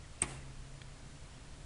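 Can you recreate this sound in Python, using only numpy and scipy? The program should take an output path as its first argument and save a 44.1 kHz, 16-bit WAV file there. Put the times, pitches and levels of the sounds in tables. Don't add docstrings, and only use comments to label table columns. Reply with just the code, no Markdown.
import sys
import numpy as np
from scipy import signal
from scipy.fft import rfft, irfft, next_fast_len
from scipy.io import wavfile

SR = 44100
rng = np.random.default_rng(int(sys.argv[2]) if len(sys.argv) > 2 else 0)


def generate_wav(signal):
    frames = np.transpose(np.atleast_2d(signal))
    scaled = np.clip(frames, -1, 1) * 32767
    pcm = np.round(scaled).astype(np.int16)
    wavfile.write(sys.argv[1], SR, pcm)


N = 72765

# start_s, level_db
SPRING_SNAPS = [(0.2197, -10), (0.2223, -20), (0.225, -28)]
PING_HZ, PING_RISE_S, PING_FADE_S = 8416, 0.0005, 0.0058
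# start_s, level_db
CATCH_HITS = [(.2166, -12), (.2198, -3.5), (0.2216, -2.5), (0.223, 0.5), (0.2247, -1), (0.2299, -6),
              (0.236, -14)]
# pitch_hz, level_db, fade_s
PANEL_NOTES = [(758, -49, 0.082), (1226, -45, 0.036), (1898, -51, 0.075), (2030, -49, .05),
               (2226, -41, 0.052), (2430, -51, .06), (2620, -57, .065), (3140, -49, 0.05)]
# pitch_hz, level_db
CRACK_TONE = [(100, -10), (350, -5), (550, -11.5), (1000, -4), (1550, -25), (2300, -2), (3600, -8.5),
              (5300, -9.5), (7000, -4), (8500, 0.5), (10500, -7)]
CRACK_DB, CRACK_FADE_S = -32, 0.012
# pitch_hz, level_db
SHIVER_TONE = [(25, -1), (55, 7), (130, 5.5), (350, 6), (500, -12), (800, 2), (1200, 0), (1550, -6),
               (2150, 1.5), (3600, -8.5), (5300, -14.5), (7000, -14.5), (8500, -9.5), (10500, -11)]
# pitch_hz, fade_s
SHIVER_FADES = [(100, 0.26), (800, 0.2), (2500, 0.15), (9000, 0.14)]
BLOW_S, SHIVER_DB = 0.2225, -34.5
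# pitch_hz, level_db, fade_s, rise_s
BODY_NOTES = [(54.6, -36, 0.22, 0.0062), (133.4, -46.5, 4.02, .006), (266.7, -66, 5.2, .02),
              (291, -27, 0.031, 0.0013), (348.7, -35, 0.12, 0.0094), (390, -44, .1, .01),
              (439, -64, .6, .03)]
# pitch_hz, level_db
ECHO_TONE = [(40, -8), (150, 3), (450, 2), (1000, -3), (1600, -7), (2100, -5), (3000, -7.5), (5500, -14),
             (7000, -11), (8000, -4.5), (9000, -8), (10300, -8.5)]
# pitch_hz, share_of_fade_time
ECHO_FADE_SHARES = [(200, 1), (2000, 0.97), (9000, .7)]
ECHO_DB, ECHO_DELAY_S, ECHO_RISE_S, ECHO_FADE_S = -42, 0.037, 0.026, 0.59
# start_s, level_db
TICK_HITS = [(.8171, -1.5), (.8183, 1.5), (.8205, -12)]
# pitch_hz, level_db, fade_s
TICK_NOTES = [(756, -59, 0.045), (1470, -59, 0.034), (1900, -52.5, 0.02), (2130, -52, .018),
              (2290, -52, 0.014), (3300, -50, .009), (4000, -52, 0.0062)]
# pitch_hz, level_db
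TICK_TONE = [(500, -4), (2500, 0), (4000, -1), (5200, -12), (7500, -3), (10500, -12)]
TICK_CRACK_DB, TICK_FADE_S = -53.5, 0.018
# start_s, length_s, start_hz, end_hz, level_db
BIRD_CHIRPS = [(0.027, .045, 2248, 1554, -60), (0.197, .02, 2780, 2650, -55.5),
               (0.369, .016, 2660, 2760, -53), (0.416, 0.025, 2160, 1800, -56.5),
               (1.3, .085, 2260, 3790, -66.5)]
# pitch_hz, level_db
HISS_TONE = [(150, -18), (250, -3.5), (445, -7.5), (570, -8), (666, -7), (755, -10), (938, -10),
             (1450, -11.5), (3520, -15), (10300, -19.5), (13400, -38), (22000, -120)]
# pitch_hz, level_db
WIND_TONE = [(10, -4), (31, 3), (46, -4.5), (62, 0), (80, -7.5), (100, -5), (170, -15), (260, -18.5),
             (450, -37.5), (1000, -71)]
HISS_DB, WIND_DB = -58.5, -51.5
HUM_HZ, HUM_WIDTH_HZ, HUM_DB = 144.8, 2.9, -64
# pitch_hz, level_db
WHINE_NOTES = [(7140, -76), (7880, -80)]
# pitch_hz, level_db
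MIC_TONE = [(9900, 0), (10450, -4), (10750, -11.5), (11050, -30)]
TOP_HZ = 11100


def spring_ping():
    out = np.zeros(N)
    for start_s, db in SPRING_SNAPS:
        t = np.arange(N) / SR - start_s
        swell = np.exp(-np.logaddexp(-t / PING_RISE_S, np.log(1000) * t / PING_FADE_S))
        out += amp(db) * swell * np.sin(2 * np.pi * PING_HZ * t)
    return out


def catch_clatter():
    out = np.zeros(N)
    for start_s, db in CATCH_HITS:
        click = amp(CRACK_DB) * crack(CRACK_TONE, start_s, CRACK_FADE_S)
        out += amp(db) * (click + ring(PANEL_NOTES, start_s, scatter_db=0.5))
    return out


def loose_fittings():
    return amp(SHIVER_DB) * fading_noise(SHIVER_TONE, SHIVER_FADES, BLOW_S)


def trailer_body():
    t = since(BLOW_S)
    out = np.zeros(N)
    for hz, db, fade_s, rise_s in BODY_NOTES:
        loudness = amp(db - 60 * t / fade_s) * (1 - np.exp(-t / rise_s))
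        out += loudness * np.sin(2 * np.pi * hz * t)
    return out


def forest_echo():
    start_s = BLOW_S + ECHO_DELAY_S
    fades = [(hz, share * ECHO_FADE_S) for hz, share in ECHO_FADE_SHARES]
    swell = 1 - np.exp(-since(start_s) / ECHO_RISE_S)
    return amp(ECHO_DB) * swell * fading_noise(ECHO_TONE, fades, start_s)


def faint_tick():
    out = np.zeros(N)
    for start_s, db in TICK_HITS:
        click = amp(TICK_CRACK_DB) * crack(TICK_TONE, start_s, TICK_FADE_S)
        out += amp(db) * (click + ring(TICK_NOTES, start_s, scatter_db=3))
    return out


def birds():
    out = np.zeros(N)
    for start_s, length_s, start_hz, end_hz, db in BIRD_CHIRPS:
        progress = np.minimum(since(start_s) / length_s, 1)
        pitch_hz = start_hz + (end_hz - start_hz) * progress
        swell = np.sin(np.pi * progress) ** 2
        out += amp(db) * swell * np.sin(2 * np.pi * np.cumsum(pitch_hz) / SR)
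    return out


def background():
    hum = filtered(rng.standard_normal(N), lambda hz: np.exp(-0.5 * ((hz - HUM_HZ) / HUM_WIDTH_HZ) ** 2))
    return amp(HISS_DB) * noise(HISS_TONE) + amp(WIND_DB) * noise(WIND_TONE) + amp(HUM_DB) * unit(hum)


def crack(tone, start_s, fade_s):
    t = since(start_s)
    return noise(tone) * (t > 0) * amp(-60 * t / fade_s)


def ring(notes, start_s, scatter_db):
    t = since(start_s)
    out = np.zeros(N)
    for hz, db, fade_s in notes:
        struck_db = db + scatter_db * rng.standard_normal()
        out += amp(struck_db - 60 * t / fade_s) * np.sin(2 * np.pi * hz * t)
    return out


def fading_noise(tone, fades, start_s):
    hz, times_s, bands = signal.stft(noise(tone), SR, nperseg=256)
    fade = amp(-60 * np.maximum(times_s - start_s, 0) / along(fades, hz)[:, None])
    return (since(start_s) > 0) * signal.istft(bands * fade, SR)[1][:N]


def noise(tone):
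    return unit(shaped(rng.standard_normal(N), tone))


def shaped(x, tone):
    return filtered(x, lambda hz: amp(along(tone, hz)) * (hz < TOP_HZ))


def filtered(x, gain_at):
    size = next_fast_len(N + SR // 2)
    return irfft(rfft(x, size) * gain_at(np.fft.rfftfreq(size, 1 / SR)), size)[:N]


def along(points, hz):
    pitches_hz, values = np.transpose(points)
    return np.interp(np.log(hz + 1), np.log(pitches_hz + 1), values)


def since(start_s):
    return np.maximum(np.arange(N) / SR - start_s, 0)


def amp(db):
    return 10 ** (np.asarray(db) / 20)


def unit(x):
    return x / np.sqrt(np.mean(x ** 2) + 1e-20)


def scene():
    latch = spring_ping() + catch_clatter() + loose_fittings() + trailer_body()
    return (latch + forest_echo() + faint_tick() + birds() + background())[None]


def record(dry):
    whine = sum(amp(db) * np.sin(2 * np.pi * hz * since(0)) for hz, db in WHINE_NOTES)
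    return shaped(dry[0] + whine, MIC_TONE)[None]


dry = scene()
out = record(dry)
generate_wav(out)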